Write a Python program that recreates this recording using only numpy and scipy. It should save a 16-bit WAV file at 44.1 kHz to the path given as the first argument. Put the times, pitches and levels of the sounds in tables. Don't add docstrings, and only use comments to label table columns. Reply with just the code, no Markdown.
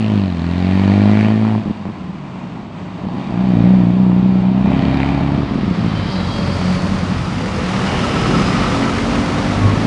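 import sys
import numpy as np
from scipy import signal
from scipy.fft import rfft, irfft
from scipy.io import wavfile
from scipy.ndimage import uniform_filter1d

SR = 44100
rng = np.random.default_rng(int(sys.argv[2]) if len(sys.argv) > 2 else 0)


def persist_wave(psi):
    counts = np.round(np.clip(psi, -1, 1) * 32767).astype(np.int16)
    wavfile.write(sys.argv[1], SR, np.atleast_2d(counts).T)


N = 434826

# t/s, level/dB
EXHAUST_FADER = [(0, -15), (.16, -11), (.35, -18.5), (1, -7.5), (1.585, -13), (1.625, -22), (1.78, -34),
                 (2.05, -33), (2.35, -31.5), (2.9, -33), (3.25, -22), (3.45, -12.5), (3.7, -6),
                 (3.87, -10.5), (4.02, -9), (4.6, -12.5), (5.4, -15), (5.52, -17.5), (5.9, -18.5),
                 (6.3, -19), (6.8, -18), (7.5, -22), (8.3, -23.5), (9.1, -27.5), (9.65, -17)]
# t/s, throttle/0-1
THROTTLE = [(0, 0.79), (.3, 0.59), (.7, 0.88), (.95, 0.93), (1.24, 0.88), (1.42, 0.72), (1.57, 0.58),
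            (1.63, 0.33), (2.3, 0), (2.85, 0.15), (3.2, 0.57), (3.65, 0.82), (3.9, 0.59), (4.6, 0.66),
            (4.68, 0.9), (5.02, 0.92), (5.4, 0.64), (5.55, 0.4), (7.4, 0), (9.86, 0.73)]
# t/s, tail re direct/dB
REVERB_SEND = [(0, -6.5), (1.6, -5), (3.4, 2), (4.6, 9), (6, -8), (9.86, -3)]
# t/s, level change/dB
STUMBLES = [(1.63, -3), (1.695, 5), (1.765, -3), (1.895, 7), (1.955, -2), (3.05, 5), (3.14, 6), (3.24, -7),
            (5.48, -6), (5.735, -3), (6.33, -6), (6.97, -4)]
CYLINDER_ACCENTS = [0.38, -0.1, 0.39, 0.068, 0.34, -0.24]
def sports_car(ragged_below=.44, stumble_s=.021, weak_bank=.4, clearing_db=4):
    rate = engine_speed()
    level_db, = in_time(EXHAUST_FADER)
    throttle, = in_time(THROTTLE)
    send_db, = in_time(REVERB_SEND)
    stumble_db = sum(db * swell(s, stumble_s) for s, db in STUMBLES)
    ragged = .5 + .5 * np.tanh((ragged_below - throttle) / .1)
    spread = .14 + .38 * ragged
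    note_db = -1.46 - 1.04 * ragged
    throb_db = -13.5 + 4.5 * ragged
    imbalance_db = -3.5 + 1.5 * ragged
    turns = 1.25 + np.cumsum(rate) / SR
    firing = turns.astype(int)
    onsets = np.searchsorted(firing, np.arange(firing[-1] + 1))
    age = (turns - firing) / rate
    scatter = spread[onsets] * rng.standard_normal(2000)[:len(onsets)]
    excess = np.resize(CYLINDER_ACCENTS, len(onsets)) + scatter
    strength = 1 + .5 * np.tanh(2 * excess * from_db(imbalance_db[onsets]))
    lumps, pulses = np.zeros(N), np.zeros(N)
    lumps[onsets], pulses[onsets] = excess, strength
    note = from_db(level_db + stumble_db + note_db) * exhaust_note(rate, turns, spread, throttle, ragged)
    throb = from_db(level_db + stumble_db + throb_db) * pipe_throb(lumps)
    barking = bark(pulses, strength[firing], age, spread, throttle) * from_db(.6 * stumble_db)
    snarling = tip_snarls(pulses, strength[firing], age, bank=np.where(firing % 2, weak_bank, 1))
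    rasping = rasp(pulses, strength[firing], age, throttle)
    duck = from_db(-clearing_db * high_revs(rate))
    boom = pop_ducking() * (note + facades(duck * throb))
    return boom + snarling + facades(duck * barking + rasping, send_db)


# t/s, firing rate/Hz
REVS = [(0, 108.6), (.072, 107.7), (.16, 103.2), (.386, 82.5), (.666, 92.4), (.936, 100.1), (1.282, 107.9),
        (1.478, 109.6), (1.58, 107.8), (1.92, 92), (2.33, 64.7), (2.8, 48.2), (3.05, 57), (3.25, 64),
        (3.46, 59.7), (4, 61.3), (4.55, 63), (4.68, 66.3), (4.85, 66.3), (5.1, 69), (5.41, 70.8),
        (5.68, 62), (6.04, 48), (6.31, 43.6), (6.78, 46), (7.2, 43.5), (7.6, 59.5), (8.25, 72.4), (9, 49),
        (9.68, 50), (9.86, 55.5)]
def engine_speed(bite_s=3.125, period_s=.27, decay_s=.6, swing_hz=6.5):
    rate, = in_time(REVS)
    age = np.maximum(np.arange(N) / SR - bite_s, 0)
    return rate + swing_hz * np.exp(-age / decay_s) * np.sin(2 * np.pi * age / period_s)


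def high_revs(rate, above_hz=77, range_hz=3):
    return .5 + .5 * np.tanh((rate - above_hz) / range_hz)


# f/Hz, gain/dB
DRONE_EQ = [(45, -13), (62, -18), (69, -10.5), (82, -4), (98, -1), (110, -2.5), (124, -4), (138, -2.5),
            (165, -3), (186, 11), (193, 7.5), (199, -3.5), (210, -4), (222, 2.5), (245, 1.5), (270, 5),
            (300, 1.5), (330, -9), (365, -2), (405, -15), (460, -6), (545, -14.5), (605, -3.5), (660, -6),
            (710, -7.5), (800, -11), (1000, -12)]
GROWL_EQ = [(80, -1), (105, 0), (165, -2), (210, 2), (250, 4.5), (285, 1), (320, -3), (365, 2.5),
            (410, -4.5), (450, -2), (520, -2.5), (620, 2), (700, 2.5), (1100, -1)]
DRONE_ORDERS = [1, -26, -3.5, -22, -7.5, -21, -10, -22.5, -12, -30, -13.5, -25, -22.5, -24, -19, -30, -19.5,
                -32, -24, -34.5, -26]
GROWL_ORDERS = [-1.5, -14, -1, -13, -9, -15.5, -17, -19, -19, -27, -20.5, -23.5, -23, -28, -23.5, -29,
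                -24.5, -28, -26, -29, -28]
def exhaust_note(rate, turns, spread, throttle, ragged, lag_s=.0013, dull_hz=180, db_per_octave=11):
    orders = 1 + np.arange(len(DRONE_ORDERS))[:, None] / 2
    hz, high = orders * rate, high_revs(rate)
    drone = eq_db(hz, DRONE_EQ) + np.array(DRONE_ORDERS)[:, None]
    growl = eq_db(hz, GROWL_EQ) + np.array(GROWL_ORDERS)[:, None]
    levels = drone + high * (growl - drone)
    levels[0] -= 7 * (1 - throttle) * (1 - high)
    levels -= db_per_octave * (1 - throttle) * np.maximum(np.log2(hz / dull_hz), 0)
    gains = from_db(levels)
    wander = .04 * ragged ** 2 * drift(9)
    angle = 2 * np.pi * (turns - rate * lag_s + wander)
    note = sum(gain * from_db(3.5 * spread * drift(14)) * np.sin(k * angle)
               for k, gain in zip(orders, gains))
    return -np.sqrt(2) * note / np.linalg.norm(gains, axis=0)


# f/Hz, width/Hz, relative level/dB
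PIPE_MODES = [(105, 33, -10), (189.7, 9.9, 13.5), (227, 13, 6), (298, 27, -5.5), (310, 24, -18)]
def pipe_throb(lumps, low_hz=76, top_hz=400):
    ringing = cut(rings(lumps, PIPE_MODES), low_hz, "high")
    return evened(cut(ringing, top_hz, "low"))


# f/Hz, gain/dB
BARK_EQ = [(250, -24), (330, 3), (430, -8.5), (520, -7.5), (620, 1), (700, 0.5), (870, -4.5), (1130, -7.5),
           (1330, -18.5), (1900, -23.5), (3300, -66), (6000, -100)]
def bark(pulses, strength, age, spread, throttle, puff_s=.007):
    puffs = (.06 + .8 * spread) * strength * np.exp(-age / puff_s) * noise()
    return by_throttle(throttle, full_db=-24.5, loss_db=18) * evened(colour(pulses + puffs, BARK_EQ))


# f/Hz, gain/dB
JET_EQ = [(710, -30), (1200, 2), (1270, -6.5), (1390, 1.5), (1510, -4), (1690, -1.5), (2330, -4),
          (2580, -6), (2800, -3.5), (4600, -11.5), (5190, -17), (9520, -29.5), (10800, -56.5), (14100, -79),
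          (22000, -120)]
# f/Hz, width/Hz, relative level/dB
LOW_RINGS = [(1500, 140, -11.5), (1890, 300, 3.5), (2290, 250, 3)]
METAL_RINGS = [(2590, 52, -1), (2800, 85, -0.5), (3300, 200, -6), (3710, 300, -6), (4440, 410, -5)]
def rasp(pulses, strength, age, throttle, steady_jet=.57, gust_s=.0013, knock=.45):
    gusts = steady_jet + strength ** 2 * np.exp(-age / gust_s)
    drive = evened(gusts * noise()) + knock * evened(pulses ** 2)
    hiss = evened(colour(gusts * noise(), JET_EQ))
    low = evened(cut(rings(drive, LOW_RINGS), [1300, 2900], "band"))
    metal = evened(cut(rings(drive, METAL_RINGS), [2100, 4900], "band", order=5))
    return (hiss * by_throttle(throttle, full_db=-32.5, loss_db=23.5)
            + low * by_throttle(throttle, full_db=-33, loss_db=42)
            + metal * by_throttle(throttle, full_db=-44.5, loss_db=13.5))


# middle t/s, half length/s, f/Hz, glide/(Hz/s), level/dB
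SNARLS = [(0.048, 0.17, 2720, 0, -37.5), (0.3, 0.5, 3960, -1.5, -45.5), (.85, .2, 2590, 1, -42),
          (1.02, 0.16, 4150, 0, -44.5), (.93, .02, 2000, 0, -34), (1.18, 0.083, 1900, 1501, -30.5),
          (1.25, 0.04, 2480, 4500, -32.5), (1.472, .03, 1920, 3, -40), (4.833, 0.07, 3060, 0, -37),
          (4.987, 0.053, 1980, 0, -36), (5.04, 0.029, 2420, 0, -30), (4.98, 0.14, 3830, 1, -42)]
def tip_snarls(pulses, strength, age, bank, blast_s=.0013, leak=.07, knock=1.1, width_hz=750):
    t = np.arange(N) / SR
    blasts = leak + bank * strength ** 2 * np.exp(-age / blast_s)
    drive = rms_one(blasts * noise()) + knock * rms_one(bank * pulses ** 2)
    return sum(from_db(db) * swell(s, half) * evened(glide(drive, hz + slope * (t - s), width_hz))
               for s, half, hz, slope, db in SNARLS)


# t/s, relative level/dB
POP_CUES = [(1.6585, -9), (1.6685, -12), (1.678, -8.5), (1.698, -7.5), (1.7075, -7.5), (1.802, -20),
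            (1.812, -19), (1.855, -13), (1.866, -14), (1.8895, -12), (1.899, -14), (2.011, -19),
            (2.023, -19), (2.044, -17), (2.094, -19), (2.146, -22), (2.203, -21), (2.335, -22),
            (2.357, -21), (2.445, -20), (2.515, -20), (2.63, -22), (2.989, -17), (3.036, -12), (3.046, -13),
            (3.0675, -9.5), (3.112, -15), (3.1435, -12), (3.1715, -15), (3.2865, -14), (3.297, -12),
            (3.323, -10), (4.645, -2), (4.675, -2), (4.735, -1), (4.765, -1.5), (4.826, -3), (4.8555, -3.5),
            (4.945, -4), (5.12, -5), (5.209, -5), (5.379, -3.5), (5.51, -6), (5.556, -3.5), (5.5865, -4.5),
            (5.6325, -5), (5.667, -9), (5.6785, -5), (5.71, -3.5), (5.7745, -9), (5.785, -10),
            (5.845, -4.5), (5.862, -5.5), (5.937, -9), (6.086, -8)]
# f/Hz, t60/s, relative level/dB
POP_MODES = [(205.4, 0.033, 1.5), (187.5, 0.12, -13.5), (286, .025, -9), (115, 0.032, -12.5)]
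def pops(thump_db=-.5, crack_db=-20, crack_s=.0027, rise_s=.0013):
    kicks, age = np.zeros(N), np.arange(5000) / SR
    for s, db in POP_CUES:
        kicks[int(s * SR)] = from_db(db)
    thump = sum(from_db(db - 60 * age / t60) * np.sin(2 * np.pi * hz * age) for hz, t60, db in POP_MODES)
    thump *= 1 - np.exp(-age / rise_s)
    thumps = cut(signal.oaconvolve(kicks, thump / np.abs(thump).max())[:N], 45, "high", order=1)
    decays = signal.lfilter([1], [1, -np.exp(-1 / (crack_s * SR))], kicks + 1e-18)
    crack = cut(colour(decays * noise(), BARK_EQ), 1700, "low", order=4)
    return from_db(thump_db) * thumps + from_db(crack_db) * facades(crack)


def pop_ducking(depth=.75):
    marks = np.zeros(N)
    marks[[int(s * SR) for s, _ in POP_CUES]] = 1
    return 1 - depth * np.clip(signal.oaconvolve(marks, np.hanning(1100), "same"), 0, 1)


# t/s, f/Hz, level/dB
CRACK_CUES = [(1.284, 900, -15), (1.312, 720, -9), (1.423, 800, -11), (1.45, 950, -9), (1.479, 800, -9),
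              (1.496, 800, -11), (1.514, 770, -10.5), (1.532, 780, -12), (1.551, 780, -7),
              (1.628, 700, -18), (1.854, 650, -11), (4.118, 900, -12.5), (4.66, 720, -5.5),
              (4.688, 680, -12), (4.718, 720, -8), (4.749, 720, -12), (4.779, 700, -10), (4.944, 750, -10),
              (5.003, 900, -8)]
def cracks(width_hz=330, spit=.052, spit_s=.0013, size=2000):
    out, age = np.zeros(N + size), np.arange(size) / SR
    for s, hz, db in CRACK_CUES:
        ring = np.exp(-np.pi * width_hz * age) * np.sin(2 * np.pi * hz * age)
        gas = spit * np.exp(-age / spit_s) * rng.standard_normal(size)
        out[int(s * SR):int(s * SR) + size] += from_db(db) * (ring + gas)
    return facades(cut(out[:N], [450, 4500], "band"))


# t/s, firing rate/Hz, level/dB
VAN_PASS = [(0, 44, -92), (6.6, 44, -60.5), (7.4, 39, -35.5), (8, 39.7, -29), (8.55, 46.6, -24),
            (8.85, 45.4, -22.5), (9.15, 47.5, -21.5), (9.5, 48.6, -24), (9.86, 48.5, -23)]
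# order, relative level/dB
VAN_ORDERS = [(1, -9), (2, -13.5), (3, -14.5), (4, -15), (5, -1.5), (6, -3), (7, -13), (8, -12.5), (9, -15),
              (11, -12)]
def van(waver_db=2.5, wobble=.00389):
    rate, db = in_time(VAN_PASS)
    turns = np.cumsum(rate * (1 + wobble * drift(8))) / SR
    drone = sum(from_db(level + waver_db * drift(6)) * np.sin(2 * np.pi * (k * turns + rng.random()))
                for k, level in VAN_ORDERS)
    return np.sqrt(2) * from_db(db) * drone, turns % 1


# t/s, level/dB
BELT_CHIRPS = [(8.045, -22), (8.1, -26), (8.17, -23.5), (8.255, -23), (8.35, -21), (8.56, -27), (8.66, -24),
               (8.76, -34), (8.88, -28)]
def belt(hz=1305, width_hz=70, half_s=.011):
    tone = evened(narrow_noise(hz, width_hz), size=400)
    return tone * sum(from_db(db) * swell(s, half_s) for s, db in BELT_CHIRPS)


# t/s, level/dB
ROAD_FADER = [(0, -92.5), (4.6, -43.5), (5.35, -34.5), (5.9, -32), (6.75, -29), (7.35, -30.5),
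              (7.92, -24.5), (8.35, -23.5), (8.75, -24.5), (9.86, -27.5)]
# low f/Hz, high f/Hz, level at fader top/dB, fader share, silencer lift/dB
RUMBLE_BANDS = [(35, 87, -29.5, 0.43, 4), (90, 358, -22, 0.27, 7.5)]
# low f/Hz, high f/Hz, level re fader/dB, clear of the corner t/s
TYRE_BANDS = [(415, 1510, 1, 4.1), (1650, 5220, -2.5, 5.65), (5190, 11000, -14, 6.58)]
def traffic(van_cycle, clatter=.29, rumble_clear_s=3.5):
    road_db, = in_time(ROAD_FADER)
    swing_db = road_db - road_db.max()
    silencer = swell(middle=8.38, half=.12)
    rumble = sum(traffic_band(low, high, db + share * swing_db + lift * silencer, rumble_clear_s)
                 for low, high, db, share, lift in RUMBLE_BANDS)
    tyres = sum(traffic_band(low, high, db + road_db, clear_s) for low, high, db, clear_s in TYRE_BANDS)
    chop = rms_one(1 + clatter * np.exp(-4 * van_cycle) * (1 + .69 * drift(40)))
    return rumble + chop * tyres


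# f/Hz, gain/dB
TRAFFIC_EQ = [(15, -43), (25, -6), (99, 1.5), (148, -0.5), (181, 1.5), (279, -6.5), (351, -7.5),
              (501, -9.5), (583, -11.5), (970, -13), (1280, -12), (1650, -22.5), (4930, -34.5), (9540, -51),
              (10800, -57), (14100, -82), (22000, -120)]
def traffic_band(low_hz, high_hz, db, clear_s, shadow_db_per_s=9, flicker_db=.5):
    shadow_db = shadow_db_per_s * np.maximum(clear_s - np.arange(N) / SR, 0)
    band = rms_one(cut(colour(noise(), TRAFFIC_EQ), [low_hz, high_hz], "band", order=4))
    return band * from_db(db - shadow_db + flicker_db * drift(12))


# middle t/s, half length/s, f/Hz, width/Hz, relative level/dB
PASSING_TONES = [(6.17, 0.16, 3930, 200, -43), (6.35, 0.17, 3260, 70, -41), (6.02, 0.11, 3100, 110, -41),
                 (6.49, 0.43, 564, 14, -35), (6.4, 0.36, 4580, 810, -41), (6.72, .2, 4430, 590, -44),
                 (7.3, .45, 4800, 200, -50), (6.9, 0.21, 184.7, 8, -24.5), (7.61, 0.17, 504, 9.2, -35.5),
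                 (8.1, 0.39, 2887, 340, -37.5), (8.162, 0.22, 382.3, 18, -31), (8.3, 0.33, 5060, 380, -44),
                 (8.41, .09, 5005, 70, -40.5), (8.56, .25, 1190, 186, -33), (9.663, 0.059, 101.1, 8, -16.5),
                 (9.667, 0.051, 1100, 19, -30)]
def passing_tones(trim_db=1.5, flutter_db=1.8):
    out = 0
    for middle, half, hz, width, db in PASSING_TONES:
        tone = evened(narrow_noise(hz, width))
        out += from_db(db + trim_db + flutter_db * drift(16)) * swell(middle, half) * tone
    return out


# f/Hz, gain/dB
STREET_EQ = [(18, -42), (30, -19), (122, -11.5), (181, 1.5), (312, -12), (474, -21.5), (653, -20),
             (815, -21), (968, -16), (1660, -30), (1930, -28.5), (2470, -29.5), (4460, -42), (8060, -52),
             (10800, -76.5), (14100, -106), (22000, -120)]
def street(level_db=-28.5, waver_db=1.3, low_hz=48):
    gain = from_db(level_db + waver_db * drift(5))
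    return gain * rms_one(cut(colour(noise(), STREET_EQ), low_hz, "high"))


# delay t/s, level/dB
SLAPBACKS = [(0.0099, -9.5), (0.03, -15), (.046, -20.5), (0.071, -19), (0.102, -12.5)]
def facades(x, tail_db=-15, t60=.86, dull_hz=4500, size=22050):
    tail = rng.standard_normal(size) * from_db(-60 * np.arange(size) / SR / t60)
    slaps = np.zeros(size)
    for s, db in SLAPBACKS:
        slaps[int(s * SR)] = from_db(db)
    wet = from_db(tail_db)
    diffuse = wet * signal.oaconvolve(x, tail / np.linalg.norm(tail))[:N]
    echoes = signal.oaconvolve(x, slaps)[:N]
    return (x + cut(diffuse + echoes, dull_hz, "low")) / np.sqrt(1 + wet ** 2)


def by_throttle(throttle, full_db, loss_db):
    return from_db(full_db - loss_db * (1 - throttle))


def from_db(db):
    return 10 ** (np.asarray(db) / 20)


def rms_one(x):
    return x / np.sqrt(np.mean(x ** 2) + 1e-20)


def evened(x, size=5000):
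    return x / np.sqrt(uniform_filter1d(uniform_filter1d(x ** 2, size), size) + 1e-12)


def in_time(rows):
    s, *columns = np.transpose(rows)
    return [np.interp(np.arange(N) / SR, s, c) for c in columns]


def swell(middle, half):
    return np.exp(-((np.arange(N) / SR - middle) / half) ** 2 / 2)


def noise():
    return rng.standard_normal(N)


def narrow_noise(hz, width):
    return resonate(resonate(noise(), hz, width), hz, width)


def drift(rate):
    knots = rng.standard_normal(4000)
    return rms_one(np.interp(np.arange(N) / SR * rate * 2, np.arange(len(knots)), knots))


def cut(x, hz, kind, order=2):
    return signal.sosfilt(signal.butter(order, hz, kind, fs=SR, output="sos"), x)


def eq_db(hz, eq):
    knots_hz, db = np.transpose(eq)
    return np.interp(np.log(hz), np.log(knots_hz), db)


def colour(x, eq, size=4096):
    grid = np.maximum(np.arange(size + 1) * SR / (2 * size), 1)
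    cepstrum = irfft(np.log(from_db(eq_db(grid, eq))))
    cepstrum[1:size] *= 2
    cepstrum[size + 1:] = 0
    return signal.oaconvolve(x, irfft(np.exp(rfft(cepstrum)))[:size])[:N]


def resonate(x, hz, width):
    r = np.exp(-np.pi * width / SR)
    feedback = [1, -2 * r * np.cos(2 * np.pi * hz / SR), r * r]
    return signal.lfilter(np.array([1, 0, -1]) * (1 - r * r) / 2, feedback, x + 1e-18)


def rings(x, modes):
    return sum(from_db(db) * resonate(x, hz, width) for hz, width, db in modes)


def glide(x, hz, width):
    carrier = np.exp(2j * np.pi * np.cumsum(hz) / SR)
    return np.real(carrier * cut(x * carrier.conj() + 1e-18, width / 2, "low"))


def scene():
    drone, van_cycle = van()
    car = sports_car() + pops() + cracks()
    return (car + drone + belt() + traffic(van_cycle) + passing_tones() + street())[None]


def record(dry, ceiling=.83, cutoff_hz=10900):
    rounded = dry / (1 + (dry / ceiling) ** 6) ** (1 / 6)
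    return signal.sosfilt(signal.ellip(10, .2, 80, cutoff_hz, fs=SR, output="sos"), rounded)


dry = scene()
out = record(dry)
persist_wave(out)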